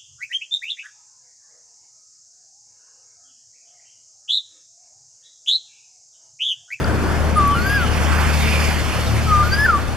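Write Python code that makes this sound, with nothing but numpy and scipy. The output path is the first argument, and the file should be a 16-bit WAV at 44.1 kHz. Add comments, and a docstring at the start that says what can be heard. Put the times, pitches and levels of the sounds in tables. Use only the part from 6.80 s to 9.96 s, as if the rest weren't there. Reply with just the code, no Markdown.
"""An engine drones amid traffic roar and wind buffeting; a large cuckoo in a tree then whistles its call twice.
Each call is a near-level note, then one that arches up and falls: a gliding sine with weak overtones and echoes.
A vehicle hisses past, a small bird chirps far off, the camera ticks.
Roar and hiss are shaped noise, wind is low noise, engines are wavering tones plus a narrow noise band,
chirps are gliding sines and ticks are decaying ones."""
import sys
import numpy as np
from scipy import signal
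from scipy.fft import rfft, irfft
from scipy.io import wavfile
from scipy.ndimage import uniform_filter1d

SR = 44100
rng = np.random.default_rng(int(sys.argv[2]) if len(sys.argv) > 2 else 0)


def dump(signal):
    """Clip the signal to [-1, 1] and save it as 16-bit WAV at the path in sys.argv[1]."""
    limited = np.clip(np.atleast_2d(signal).T, -1, 1)
    pcm = np.round(limited * 32767).astype(np.int16)
    wavfile.write(sys.argv[1], SR, pcm)


N = 139356


def amp(db):
    """Amplitude factor of a level in dB."""
    return 10 ** (np.asarray(db) / 20)


def evened(x):
    """Scales to rms 1."""
    return x / np.sqrt(np.mean(x ** 2) + 1e-20)


def read(points, hz):
    """Interpolates (Hz, value) points on a log-frequency axis."""
    f, value = np.transpose(points)
    return np.interp(np.log(hz + 1), np.log(f + 1), value)


def columns(rows, t):
    """Interpolates each column after the first (seconds) at times t."""
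    rows = np.array(rows, float)
    return [np.interp(t, rows[:, 0], col) for col in rows[:, 1:].T]


def drift(top_hz):
    """Random wander of rms 1, low-passed at top_hz."""
    z = rfft(rng.standard_normal(N))
    hz = np.fft.rfftfreq(N, 1 / SR)
    return evened(irfft(z / (1 + (hz / top_hz) ** 4), N))


def placed(x, pan_db, lag_s=0.):
    """One source at two microphone ports: left over right level, and left delay."""
    hz = np.fft.rfftfreq(N, 1 / SR)
    late = irfft(rfft(x) * np.exp(-2j * np.pi * hz * lag_s), N)
    return np.array([late * amp(pan_db / 2), x * amp(-pan_db / 2)])


def noise(field_db, same, pan, lag_s, patchy_db, flicker_db):
    """Random short-time spectra under field_db(hz, t), with drifting patches and a shared treble flicker."""
    port_shift_rad, port_shift_top_hz = .6, 3000  # left port trails, less so with rising pitch
    frames, hz = N // 256 + 5, np.fft.rfftfreq(1024, 1 / SR)[:, None]
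    t = np.arange(frames) * 256 / SR
    a, b, c, d, patches = rng.standard_normal((frames, 513, 5)).T

    patches = uniform_filter1d(patches, size=12, axis=0)
    patches = evened(uniform_filter1d(patches, size=12, axis=1))
    flicker = evened(uniform_filter1d(rng.standard_normal(frames), size=4))
    flicker = flicker * np.clip(hz / 5000, 0, 1)

    likeness = np.clip(read(same, hz), -1, 1)
    right = a + 1j * b
    left = likeness * right + np.sqrt(1 - likeness ** 2) * (c + 1j * d)
    lag_rad = 2 * np.pi * hz * lag_s(t) + port_shift_rad * np.exp(-hz / port_shift_top_hz)
    left = left * np.exp(-1j * lag_rad)

    pan_db = read(pan, hz)
    z = np.array([left * amp(pan_db / 2), right * amp(-pan_db / 2)])
    z *= amp(field_db(hz, t) + patchy_db * patches + flicker_db * flicker)
    return 32 * signal.istft(z, nperseg=1024, noverlap=768)[1][:, :N] / 1024


def echoes(x):
    """Sparse decaying taps of random sign and size from leaves and walls, partly shared by the two sides."""
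    start_s, t60_s = .012, .8
    at = np.arange(round(start_s * SR), SR // 2, 40) + rng.integers(0, 40, (2, 1))
    at = at + rng.integers(0, 40, at.shape)
    taps = np.zeros((2, SR))
    tap_gains = rng.standard_normal(at.shape) * amp(-60 * at / SR / t60_s)
    np.put_along_axis(taps, at, tap_gains, 1)
    taps[1] = (taps[0] + taps[1]) / np.sqrt(2)
    return signal.fftconvolve(x[None], taps / np.linalg.norm(taps[0]), axes=1)[:, :N]


def wind():
    """Low buffeting: a common push, opposite in sign at the two ports, plus noise of each port's own."""
    component_db, low_hz, top_hz, apart = -32, 24.6, 69, 1
    hz = np.fft.rfftfreq(N, 1 / SR)
    low_pass = 1 / (1 + (hz / top_hz) ** 2)
    high_pass = hz ** 2 / (hz ** 2 + low_hz ** 2)
    shape = low_pass * high_pass
    push, left, right = [evened(irfft(rfft(z) * shape, N)) for z in rng.standard_normal((3, N))]
    return amp(component_db) * np.array([1.64 * (push + apart * left), -push + apart * right])


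def roar():
    """Dull traffic as shaped noise; its level below 4 kHz eases off, most at the low end."""
    # Spectrum. Each row: frequency in Hz, density in dB per Hz before the offset and level curve.
    spectrum = [(45, -32), (90, -13), (270, -15.5), (970, -23), (1560, -23.5), (2050, -31), (10700, -46),
                (14500, -53)]
    # Low-end level. Each row: time in seconds, level in dB (-28 leaves the spectrum as is).
    low_level = [(.2, -21.5), (1.0, -25.5), (3.1, -28.5)]
    # Likeness of the sides. Each row: frequency in Hz, left-right correlation.
    likeness = [(100, .3), (280, .94), (9000, .2)]
    # Balance. Each row: frequency in Hz, left over right in dB.
    balance = [(130, 1), (8000, 3)]

    def field_db(hz, t):
        low_db = (columns(low_level, t)[0] + 28) * np.clip(1 - hz / 4000, 0, 1)
        return read(spectrum, hz) + 7.34 + low_db

    return noise(field_db, likeness, balance, lambda t: 0, patchy_db=1.34, flicker_db=-2.0)


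def passing():
    """Tyre hiss as shaped noise that swells and brightens, louder on the right."""
    # Spectrum. Each row: frequency in Hz, density in dB per Hz before level curve and offset.
    spectrum = [(500, -5), (2490, -6), (3600, -13), (4870, -13), (8090, -20), (13300, -22.5), (14500, -37)]
    # Passage. Each row: time in seconds, level in dB before the offset.
    passage = [(0, -39), (.7, -35.5), (1.25, -31.5), (1.7, -28), (2.05, -30.5), (2.7, -32.5), (3.1, -39)]
    # Surging bands. Each row: centre in seconds, half length in seconds, centre in Hz,
    # half width in Hz, boost in dB.
    surges = [(1.12, 0.31, 2860, 455, 4.5), (1.34, 0.2, 1310, 895, 7), (1.754, 0.16, 2340, 364, 6.5)]
    # Likeness of the sides. Each row: frequency in Hz, left-right correlation.
    likeness = [(700, .95), (14000, .6)]
    # Balance. Each row: frequency in Hz, left over right in dB.
    balance = [(700, -6.5), (8000, -1.2)]
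    treble_s, treble_span_s, treble_db_per_10khz = 1.72, .38, 3.5
    left_lag_s = 0.00003

    def field_db(hz, t):
        swell = np.exp(-((t - treble_s) / treble_span_s) ** 2)
        treble_db = treble_db_per_10khz * hz / 10000 * swell
        surge_db = sum(db * np.exp(-((t - s) / span) ** 4 - ((hz - f) / width) ** 2)
                       for s, span, f, width, db in surges)
        low_cut_db = 24 * np.log2(spectrum[0][0] / (hz + 1)).clip(0)  # 24 dB/octave below the first row
        return read(spectrum, hz) - low_cut_db + columns(passage, t)[0] + treble_db + surge_db + 21.43

    return noise(field_db, likeness, balance, lambda t: left_lag_s, patchy_db=1.9, flicker_db=1.07)


def engines():
    """Firing orders as wavering tones, and a narrow noise band, fuzzier, from a second engine."""
    # Near engine. Each row: time in seconds, level in dB.
    near_level = [(0, -29.5), (.5, -22), (.8, -27), (1.3, -21.5), (1.8, -20), (2.1, -28), (2.5, -21),
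                  (3.16, -32.5)]
    # Orders. Each row: multiple of the base pitch, level in dB re the near level.
    orders = [(1, 1.5), (2, -9.5), (2.5, -13), (3, -10.5)]
    # Second engine. Each row: time in seconds, centre in Hz, level in dB.
    far_curve = [(0, 108, -33), (.5, 110, -29.5), (.7, 110, -34), (1.9, 108, -32.5), (2.45, 110, -24.5),
                 (3.0, 114, -30.5)]
    base_hz, waver_rms, flutter_db = 75.06, 0.0026, 1.5
    far_width_hz = 5.3
    pan_db, left_lag_s = 5., .0013
    t = np.arange(N) / SR

    level_db = columns(near_level, t)[0]
    phase = 2 * np.pi * np.cumsum(base_hz * (1 + waver_rms * drift(3.4))) / SR
    near = 0
    for k, order_db in orders:
        wander_db = flutter_db * drift(41.0) * (k != 1)  # the base order holds steady
        near = near + amp(order_db + wander_db) * np.sin(k * phase + 6.7 * rng.random())
    near = np.sqrt(2) * amp(level_db) * near

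    far_hz, far_db = columns(far_curve, t)
    phase = 2 * np.pi * np.cumsum(far_hz) / SR
    far = amp(far_db) * (drift(far_width_hz) * np.cos(phase) + drift(far_width_hz) * np.sin(phase))
    return placed(near, pan_db, left_lag_s) + placed(far, pan_db, left_lag_s)


def chirps():
    """Short whistles of a small distant bird: sines that edge up, then fall."""
    # Each row: start in seconds, length in seconds, peak in Hz, pitch headed for in Hz
    # (the glide ends 71 % of the way there), level in dB.
    chirp_rows = [(.705, .09, 3080, 2600, -36), (2.25, .05, 3900, 3000, -37)]
    t, out = np.arange(N) / SR, 0
    for start, length, from_hz, to_hz, db in chirp_rows:
        u = np.clip((t - start) / length, 0, 1)
        hz = from_hz + (to_hz - from_hz) * abs(u - .2) ** 1.52
        tone = np.sin(2 * np.pi * np.cumsum(hz) / SR)
        swell = np.sqrt(2 * np.sin(np.pi * u).clip(0))
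        out = out + placed(amp(db) * swell * tone, -0.55)
    return out


def ticks():
    """Tiny camera clicks: sines that start at once and decay exponentially."""
    # Each row: start in seconds, peak in dB, ring in Hz, T60 in seconds.
    tick_rows = [(.044, -19, 4800, .012), (.0455, -16, 1400, .03), (.678, -23, 11500, .008)]
    t, out = np.arange(N) / SR, np.zeros(N)
    for s, db, hz, t60 in tick_rows:
        u = (t - s).clip(0)
        out += amp(db - 60 * u / t60) * np.sin(2 * np.pi * hz * u)
    return placed(out, 1.9)


def cuckoo():
    """A near-pure gliding whistle; weak beaded overtones come out as the beak opens."""
    # Notes: level, arched, level, then an arch broken at its top into rise and fall.
    # Each row of a note: time in seconds, pitch in Hz, level in dB.
    note_curves = [
        [(.558, 1240, -23), (.584, 1214, -11.5), (.615, 1151, -17), (.68, 1139, -15.5), (.735, 1152, -16),
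         (.75, 1150, -22)],
        [(.748, 1358, -24), (.795, 1420, -25), (.825, 1470, -34), (.87, 1584, -19.5), (.888, 1604, -27),
         (.91, 1627, -21), (.944, 1660, -20.5), (.968, 1635, -16), (.985, 1550, -22.5), (1.0, 1490, -24.5),
         (1.025, 1392, -22.5), (1.055, 1284, -26)],
        [(2.465, 1314, -30), (2.5, 1259, -21.5), (2.525, 1233, -13.5), (2.55, 1208, -14), (2.628, 1202, -15.5),
         (2.645, 1165, -42)],
        [(2.634, 1395, -22), (2.67, 1450, -28), (2.695, 1471, -39), (2.735, 1592, -19), (2.765, 1633, -29),
         (2.796, 1694, -17), (2.83, 1717, -17.5), (2.86, 1765, -14)],
        [(2.848, 1602, -31), (2.863, 1532, -10.5), (2.874, 1503, -30), (2.888, 1429, -12.5),
         (2.905, 1341, -11.5), (2.918, 1267, -24.5), (2.94, 1193, -13), (2.968, 1140, -20), (2.985, 1130, -27)],
    ]
    # Beak. Each row: time in seconds, level of the lower overtones in dB, level of the eighth in dB.
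    beak_curve = [(.572, -65, -43), (.61, -65, -62), (.79, -49, -54), (.86, -41, -48), (.9, -30, -51),
                  (.935, -39, -52), (.965, -32, -53), (1.0, -47, -51), (1.06, -65, -59), (2.625, -65, -66),
                  (2.645, -44, -53), (2.7, -43, -52), (2.735, -32, -52), (2.775, -42, -54), (2.8, -35, -56),
                  (2.855, -38, -55), (2.87, -60, -65)]
    # Lower overtones. Each row: multiple of the pitch, level in dB re the beak curve.
    lower_overtones = [(2, -8), (3, 0), (6, -12), (7, -12)]
    edge_s, waver_rms, beak_flutter_db = .005, .002, 4.
    gate_hz, gate_span_hz = 1580, 60
    pan_db, echo_db = 1.5, -15
    t, out = np.arange(N) / SR, np.zeros(N)
    lower_db, eighth_db = columns(beak_curve, t)
    for note in note_curves:
        hz, level_db = columns(note, t)
        hz = uniform_filter1d(hz, size=300) * (1 + waver_rms * drift(59.0))
        phase = 2 * np.pi * np.cumsum(hz) / SR
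        tone = amp(level_db) * np.sin(phase)
        tone += amp(eighth_db + beak_flutter_db * drift(50.)) * np.sin(8 * phase)
        high = np.clip((hz - gate_hz) / gate_span_hz, 0, 1)
        for k, db in lower_overtones:
            gate = high if db else 1  # the 0 dB overtone sounds at any pitch, the rest only above gate_hz
            tone += amp(lower_db + db + beak_flutter_db * drift(48.0)) * np.sin(k * phase) * gate
        inside_s = np.minimum(t - note[0][0], note[-1][0] - t)
        out += np.sqrt(2) * tone * np.clip(inside_s / edge_s + .5, 0, 1)
    return placed(out, pan_db) + amp(echo_db) * echoes(out)


def scene():
    """Sums all sources in stereo."""
    return wind() + roar() + passing() + engines() + chirps() + ticks() + cuckoo()


def record(dry):
    """Two narrow notches in the camera's sound path, then a low-pass band limit."""
    # Each row: centre in Hz, width in Hz, depth from 0 to 1.
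    notch_rows = [(3930, 300, .7), (7875, 130, .99)]
    edge_hz = 14400
    hz = np.fft.rfftfreq(N, 1 / SR)
    gain = np.ones(len(hz))
    for f, width, depth in notch_rows:
        gain *= 1 - np.clip(depth, 0, 1) * np.exp(-(2 * (hz - f) / width) ** 2)
    notched = irfft(rfft(dry) * gain, N)
    low_pass = signal.firwin(511, edge_hz, window=("kaiser", 9), fs=SR)
    return signal.oaconvolve(notched, low_pass[None], "same")


dry = scene()
out = record(dry)
dump(out)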